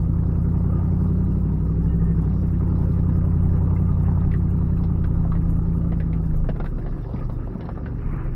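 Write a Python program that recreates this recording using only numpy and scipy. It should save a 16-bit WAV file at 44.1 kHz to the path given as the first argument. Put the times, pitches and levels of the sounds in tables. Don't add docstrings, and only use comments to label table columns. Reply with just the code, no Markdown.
import sys
import numpy as np
from scipy import signal
from scipy.fft import rfft, irfft
from scipy.io import wavfile
from scipy.ndimage import uniform_filter1d

SR = 44100
rng = np.random.default_rng(int(sys.argv[2]) if len(sys.argv) > 2 else 0)


def unload_audio(sound):
    columns = np.transpose(np.atleast_2d(sound))
    steps = np.round(np.clip(columns, -1, 1) * 32767)
    wavfile.write(sys.argv[1], SR, steps.astype(np.int16))


N = 368235
TIME_S = np.arange(N) / SR


def gain_of(db):
    return 10 ** (np.asarray(db) / 20)


def unit_rms(x):
    return x / np.sqrt(np.mean(x ** 2) + 1e-20)


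def eq_db(curve, hz):
    freq_hz, level_db = np.transpose(curve)
    return np.interp(np.log(hz + 1), np.log(freq_hz + 1), level_db)


def automation(points):
    return np.interp(TIME_S, *np.transpose(points))


def drift(size):
    return unit_rms(uniform_filter1d(uniform_filter1d(rng.standard_normal(N), size), size))


def noise(curve, size, patchy_db):
    hz = np.fft.rfftfreq(size, 1 / SR)
    real, imag, patches = rng.standard_normal((4 * N // size + 5, len(hz), 3)).T
    patches = unit_rms(uniform_filter1d(uniform_filter1d(patches, size=8, axis=0), size=6, axis=1))
    in_band = (hz >= curve[0][0]) & (hz <= curve[-1][0])
    spectrum = (real + 1j * imag) * gain_of(eq_db(curve, hz)[:, None] + patchy_db * patches)
    return unit_rms(signal.istft(spectrum * in_band[:, None], nperseg=size, noverlap=3 * size // 4)[1][:N])


def swells(rows):
    return sum(gain_of(db) * np.sin(np.pi * np.clip((TIME_S - start_s) / length_s, 0, 1)) ** 2
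               for start_s, length_s, db in rows)


# freq_hz, relative_db
TWIG_EQ = [(2900, -11), (3300, -5), (3900, -1.5), (4400, -6), (4900, -2.5), (5800, -4.5), (6200, -28.5)]
# start_s, length_s, peak_db
TWIG_STROKES = [(.6, 0.8, -82.5), (2.1, 0.42, -76), (2.45, 0.76, -77), (6.55, 1.03, -77)]

def twigs():
    level = (gain_of(-76) + swells(TWIG_STROKES)) * gain_of(1.3 * drift(size=600))
    return level * noise(TWIG_EQ, size=1024, patchy_db=4.5)


# freq_hz, relative_db
GRIT_EQ = [(800, -16), (1250, 3), (1700, -2.5), (2250, -11), (2500, -12), (2800, -12.5), (3100, -26),
           (3600, -44)]
# time_s, level_db
GRIT_LEVEL = [(0, -64), (2.498, -58), (5.801, -61.5), (6.798, -63), (8.35, -57)]

def tyre_grit():
    level_db = automation(GRIT_LEVEL) + 2.2 * drift(size=600)
    return gain_of(level_db) * noise(GRIT_EQ, size=512, patchy_db=3.0)


# freq_hz, relative_db
SCRAPE_EQ = [(600, -26), (950, 6), (1250, 4), (1700, -4), (2250, -5), (2900, -17), (3300, -40)]

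def scrape(start_s=7.93, length_s=0.47, peak_db=-45.5):
    return swells([(start_s, length_s, peak_db)]) * noise(SCRAPE_EQ, size=1024, patchy_db=3.5)


# start_s, length_s, pitch_hz, level_db
TRIM_SQUEAKS = [(1.87, 0.07, 2850, -63), (1.885, 0.08, 1815, -55), (1.99, 0.03, 1870, -57),
                (2.03, 0.115, 1814, -55), (3.761, 0.014, 2090, -46), (3.763, 0.018, 1585, -54),
                (3.764, 0.027, 2660, -61)]

def squeaks():
    out = np.zeros(N)
    for start_s, length_s, pitch_hz, level_db in TRIM_SQUEAKS:
        at, size = round(start_s * SR), round(length_s * SR)
        turns = np.cumsum(pitch_hz * (1 + 0.008 * drift(size=150)[:size])) / SR
        out[at:at + size] += gain_of(level_db) * np.sin(2 * np.pi * turns) * signal.windows.tukey(size, .5)
    return out


# freq_hz, gain_db
CAB_EQ = [(40, -6.5), (55, -4), (63, -0.5), (75, -0.4), (90, 0.5), (104, -4), (114, 4.5), (123, -2.5),
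          (136, -4.5), (146, -0.5), (165, 1.5), (182, 6.5), (200, -5), (220, 4), (250, 7.5), (266, 0),
          (282, 9), (300, -4), (325, 8), (355, -0.5), (390, 7.5), (430, 2)]
# freq_hz, relative_db
RUMBLE_EQ = [(25, -12.0), (40, 0.0), (55, -3.1), (75, -6), (100, -11.5), (130, -9.5), (160, -5),
             (190, -10.5), (215, -14), (250, -16.5), (300, -17), (350, -18.5), (400, -20), (460, -27.2),
             (650, -39), (900, -45.0)]

def road_rumble(load_db):
    hz = np.geomspace(RUMBLE_EQ[0][0], RUMBLE_EQ[-1][0], num=90)
    colour = np.c_[hz, eq_db(RUMBLE_EQ, hz) + eq_db(CAB_EQ, hz)]
    return gain_of(-34.5 - 0.1 * load_db) * noise(colour, size=4096, patchy_db=0.5)


# freq_hz, relative_db
CLATTER_EQ = [(290, -23.5), (500, 5), (637, -4.5), (836, -2.5), (953, -2), (1060, -7), (1150, -5.5),
              (1220, -0.5), (1340, -10), (1670, -22), (2070, -24.5), (2300, -34), (2860, -29), (4840, -120)]
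NEAR_BANK = np.array([1, 0, 0, 1, 0, 1, 1, 0])

def valve_clatter(cycle_hz, load_db, shake_db):
    slot = 8 * np.cumsum(cycle_hz) / SR
    firing = slot.astype(int)
    accent = np.where(NEAR_BANK[firing % 8], 1.0, .45) * gain_of(1.8 * rng.standard_normal(N)[firing])
    pulses = uniform_filter1d(0.59 + accent * np.exp(-(slot % 1) / 4.4), size=60)
    clatter = unit_rms(noise(CLATTER_EQ, size=2048, patchy_db=2.5) * pulses)
    return gain_of(shake_db + 0.57 * load_db) * clatter


# freq_hz, relative_db
SPRING_EQ = [(12, -16.5), (20, -11), (27, 20.5), (38, 7), (48, -19.5), (70, -31)]
# time_s, level_db
SPRING_LEVEL = [(0, -36), (3, -33), (6.5, -33), (7.6, -56), (8.35, -47)]
# peak_s, level_db, half_length_s
ROAD_BUMPS = [(1.977, -26.5, 0.18), (2.412, -38, 0.13), (3.117, -27, 0.22), (3.5, -25.5, 0.14),
              (4.264, -30, 0.17), (4.806, -30, 0.13), (5, -28.5, 0.19), (5.289, -26.5, 0.33),
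              (5.495, -25, 0.21), (5.755, -28.5, 0.48), (6.028, -28, 0.12), (6.368, -20, 0.14),
              (6.698, -26, 0.46), (6.914, -26.5, 0.15), (7.261, -25.5, 0.14), (7.406, -29, 0.15),
              (8.084, -25, 0.12), (8.286, -25, 0.13)]

def springs(pitch_hz=29, spread=.08):
    out = gain_of(automation(SPRING_LEVEL)) * noise(SPRING_EQ, size=8192, patchy_db=0.5)
    for peak_s, level_db, half_s in ROAD_BUMPS:
        detune, phase = rng.standard_normal(2)
        swing = np.sin(2 * np.pi * pitch_hz * (1 + spread * detune) * (TIME_S - peak_s) + np.pi * phase)
        out += np.sqrt(2) * swells([(peak_s - half_s, 2 * half_s, level_db)]) * swing
    return out


# start_s, level_db
WHEEL_DROPS = [(5.919, -23), (6.488, -17), (6.596, -20), (7.14, -17.5), (7.551, -18), (8.125, -23)]

def floor_thumps(pitch_hz=207.5, attack_s=0.0045, t60_s=0.081):
    out = np.zeros(N)
    for start_s, level_db in WHEEL_DROPS:
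        t = np.maximum(TIME_S - start_s, 0)
        envelope = np.minimum(t / attack_s, 1) * gain_of(level_db - 60 * t / t60_s)
        out += envelope * np.sin(2 * np.pi * pitch_hz * t)
    return out


# pitch_hz, relative_db, t60_s
TRIM_MODES = [(514, 1, 0.048), (708, -4.5, 0.06), (884, -8.5, 0.036), (1140, -10, 0.06), (1423, -10, 0.011),
              (1685, -8.5, 0.011), (2010, -7.5, 0.054), (2645, -13, 0.09), (3480, -13.5, 0.03),
              (3870, -14, 0.035), (5250, -15, 0.049)]
KNOCK_SAMPLES = 5000

def knock(clack_hz, clack_db, hollow_db, snap_db, hollow_hz=550, snap_hz=4100):
    loose_piece = (clack_hz, -2, .07)
    hz, mode_db, t60_s = np.transpose(TRIM_MODES + [loose_piece])[:, :, None]
    scatter = rng.standard_normal((len(hz), 2, 1))
    t = np.arange(KNOCK_SAMPLES) / SR
    bands = (hollow_hz, hollow_db), (clack_hz, clack_db), (snap_hz, snap_db)

    def strength(at_hz):
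        return sum(gain_of(db - 15 * np.log2(at_hz / centre_hz) ** 2) for centre_hz, db in bands)

    bin_hz = np.fft.rfftfreq(len(t), 1 / SR) + 1
    crack_eq = strength(bin_hz) * np.sqrt(SR / bin_hz) / (1 + (bin_hz / 4700) ** 10)
    crack = irfft(rfft(rng.standard_normal(len(t))) * crack_eq) * gain_of(-11 - 60 * t / .075)
    wobble, buzz = uniform_filter1d(uniform_filter1d(rng.standard_normal((2, len(hz), len(t))), 90), 90)
    decay = gain_of(-60 * t / t60_s) + .28 * unit_rms(buzz) * gain_of(-60 * t / .14)
    level = strength(hz) * gain_of(mode_db + 1.8 * scatter[:, 0]) * decay
    phase = 2 * np.pi * hz * (1 + 0.04 * scatter[:, 1]) * t + .9 * unit_rms(wobble)
    attack = np.sin(np.pi / 2 * np.minimum(t / 0.0022, 1)) ** 2
    hit = ((level * np.sin(phase)).sum(0) + crack) * attack
    rebound = rng.uniform(0, .35) * np.roll(hit, round(rng.uniform(0.006, .02) * SR))
    return hit + rebound


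# start_s, clack_hz, clack_db, hollow_db, snap_db
TRIM_KNOCKS = [(4.08, 930, -31.5, -47, -66), (4.115, 950, -37, -47, -66), (4.171, 960, -36, -55, -70),
               (4.206, 2890, -57, -46, -61), (4.314, 1930, -42, -54, -48), (4.338, 1660, -37.5, -49, -53),
               (4.836, 1310, -48.5, -33.5, -42), (5.04, 1520, -37, -41, -44.5),
               (5.153, 1190, -46, -33, -70), (5.247, 1290, -47, -29.5, -76),
               (5.318, 1180, -33.5, -47, -49.5), (5.351, 1840, -45.5, -33, -57),
               (5.919, 1960, -42, -26, -54.5), (6, 1720, -33.5, -38, -50), (6.129, 2080, -42, -52, -51.5),
               (6.341, 1410, -44.5, -40, -69), (6.442, 1100, -39, -37, -68),
               (6.488, 1680, -35.5, -25.5, -38.5), (6.558, 1300, -42, -32.5, -53),
               (6.599, 1440, -35, -25, -43), (6.642, 1320, -39, -28.5, -46), (6.658, 1504, -35.5, -51, -44),
               (6.782, 1300, -47, -33, -54), (6.861, 1480, -41, -31.5, -51), (7.091, 1000, -45, -37, -52),
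               (7.133, 1050, -47, -35, -54), (7.161, 1900, -45, -39, -56), (7.19, 2340, -48, -30, -76),
               (7.296, 1200, -44, -32, -49), (7.472, 1790, -57, -37, -60), (7.553, 773, -38, -42, -66),
               (7.606, 1460, -40, -37, -41), (7.654, 1000, -42, -39, -48), (7.688, 1110, -36, -30, -47),
               (7.773, 1180, -37.5, -32, -66), (7.858, 1490, -33.5, -51, -47)]
# time_s, rattles_per_s
RATTLE_RATE = [(0, 14), (6.2, 25), (6.5, 70), (8.35, 60)]

def loose_trim(shake_db, variants=8):
    knocks = np.zeros(N + KNOCK_SAMPLES)
    for start_s, *blow in TRIM_KNOCKS:
        knocks[round(start_s * SR):][:KNOCK_SAMPLES] += knock(*blow)
    accent_db = 0.9 * np.minimum(rng.exponential(1, N), 4)
    taps = gain_of(shake_db + accent_db) * (rng.random(N) < automation(RATTLE_RATE) / SR)
    variant, rattles = rng.integers(0, variants, N), np.zeros(N)
    for k in range(variants):
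        rattle = knock(rng.uniform(800, 2000), rng.uniform(-9.0, 0.81), hollow_db=1.5, snap_db=-30.5)
        rattles += signal.oaconvolve(taps * (variant == k), rattle)[:N]
    return knocks[:N] + gain_of(-5.5) * rattles


# order, level_db
EXHAUST_ORDERS = [(5, -22.5), (7, -42), (8, -23), (9, -39), (10, -46), (11, -34), (12, -38), (13, -28),
                  (14, -35), (15, -43), (16, -31), (17, -45), (18, -49), (19, -49), (21, -49), (22, -50),
                  (23, -48), (24, -48), (26, -54), (27, -49), (28, -53), (29, -52), (30, -55), (31, -54),
                  (32, -54), (34, -54), (35, -56), (36, -57), (37, -56)]
MANIFOLD_PLACE = np.array([0, 3, 1, 1, 2, 2, 3, 0])
# centre_hz, half_width_hz
CAB_RESONANCES = [(122, 9.8), (251, 14.5)]
# time_s, gain_db
EXHAUST_BRIGHTNESS = [(0, 1), (1.1, 2.5), (1.5, 0), (2.2, 1), (2.6, 2.5), (6.3, -1.5)]
REV_CYCLE_HZ = 11.2
FAR_BANK_GAIN, FAR_BANK_DELAY_S = .755, .0052
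BOOM_ORDER = 16

def exhaust_phase(order, cycle_hz):
    speeds = np.linspace(cycle_hz.min(), cycle_hz.max(), num=200)
    hz = order * speeds
    db_per_port = -1.78 + 1.13 * np.maximum(speeds - REV_CYCLE_HZ, 0)[:, None]
    strength = np.where(NEAR_BANK, 1, FAR_BANK_GAIN) * gain_of(db_per_port * MANIFOLD_PLACE)
    lag_turns = order * np.arange(8) / 8 + hz[:, None] * FAR_BANK_DELAY_S * (1 - NEAR_BANK)
    puffs = (strength * np.exp(-2j * np.pi * lag_turns)).sum(1)
    cab_lag = sum(np.arctan((hz - centre) / half_width) for centre, half_width in CAB_RESONANCES)
    phase = np.unwrap(np.angle(puffs)) + .82 + 5.77e-5 * hz ** 2 - cab_lag
    return np.interp(cycle_hz, speeds, phase)


def exhaust(cycle_hz, load_db):
    turns, out = np.cumsum(cycle_hz) / SR, np.zeros(N)
    burble_db = np.minimum(2.5 - 0.66 * load_db, 2.5)
    boom_db = np.minimum(0.6 - 1.5 * load_db - 3 * (cycle_hz - 10.48), 9)
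    rev_db = 2 * np.maximum(cycle_hz - REV_CYCLE_HZ, 0)
    bright_db = automation(EXHAUST_BRIGHTNESS)
    for order, base_db in EXHAUST_ORDERS:
        waver_db = .045 * order * drift(size=6000)
        level_db = base_db + eq_db(CAB_EQ, order * cycle_hz) + waver_db
        if order == EXHAUST_ORDERS[0][0]:
            level_db += np.minimum(load_db + 6, 0)
        else:
            level_db += load_db if order <= BOOM_ORDER else np.minimum(load_db, -4.5)
            level_db += burble_db * (order % 2) + boom_db * (order == BOOM_ORDER)
            level_db += rev_db * (8 < order < 15) + bright_db * (order > 20)
        phase = 2 * np.pi * order * turns + exhaust_phase(order, cycle_hz)
        out += np.sqrt(2) * gain_of(level_db) * np.cos(phase)
    return out


# time_s, cycle_hz
ENGINE_SPEED = [(0, 10.18), (.75, 11.0), (1.2, 11.26), (1.9, 12.62), (2.1, 12.65), (2.45, 11.2),
                (2.8, 10.78), (4.15, 11.12), (4.65, 10.84), (5.3, 10.34), (5.75, 10.54), (6.3, 10.02),
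                (6.65, 9.0), (6.95, 8.66), (7.25, 8.95), (7.65, 8.33), (8.1, 9.15), (8.35, 8.73)]
# time_s, load_db
ENGINE_LOAD = [(0, -2), (.75, -0.5), (1.648, -3.5), (2.4, -2), (3.603, 1.5), (4.648, -1), (5.549, -3.5),
               (6.4, -6.5), (6.58, -11.5), (6.901, -15), (7.249, -10.5), (7.6, -17), (8.1, -10),
               (8.35, -13)]
# time_s, shake_db
BODY_SHAKE = [(0, -47.5), (0.698, -43), (1.599, -46.5), (2.802, -45), (3.798, -44), (4.398, -46.5),
              (5.999, -44.5), (6.499, -47.5), (7.2, -42.5), (7.8, -43.5), (8.35, -45.5)]

def scene():
    cycle_hz, load_db, shake_db = map(automation, (ENGINE_SPEED, ENGINE_LOAD, BODY_SHAKE))
    mix = exhaust(cycle_hz, load_db) + springs() + floor_thumps() + road_rumble(load_db)
    mix += valve_clatter(cycle_hz, load_db, shake_db) + tyre_grit() + twigs() + scrape()
    return (mix + loose_trim(shake_db) + squeaks())[None]


# freq_hz, relative_db
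HISS_EQ = [(5500, -11.5), (6200, -0.5), (7300, -2), (7700, -4.5), (8300, 0.5), (15800, 0.5)]

def record(dry):
    loudness = np.sqrt(abs(uniform_filter1d(dry[0] ** 2, size=8000)) + 1e-12)
    flicker_db = 2.9 * drift(size=700)
    hiss = gain_of(-58.5 + flicker_db) * loudness ** 0.76 * noise(HISS_EQ, size=1024, patchy_db=3.5)
    fade_in = np.minimum(np.arange(N) / 200, 1)
    high_cut = signal.firwin(1023, cutoff=15780, window=("kaiser", 10), fs=SR)
    return signal.oaconvolve((dry + hiss) * fade_in, high_cut[None], "same")


dry = scene()
out = record(dry)
unload_audio(out)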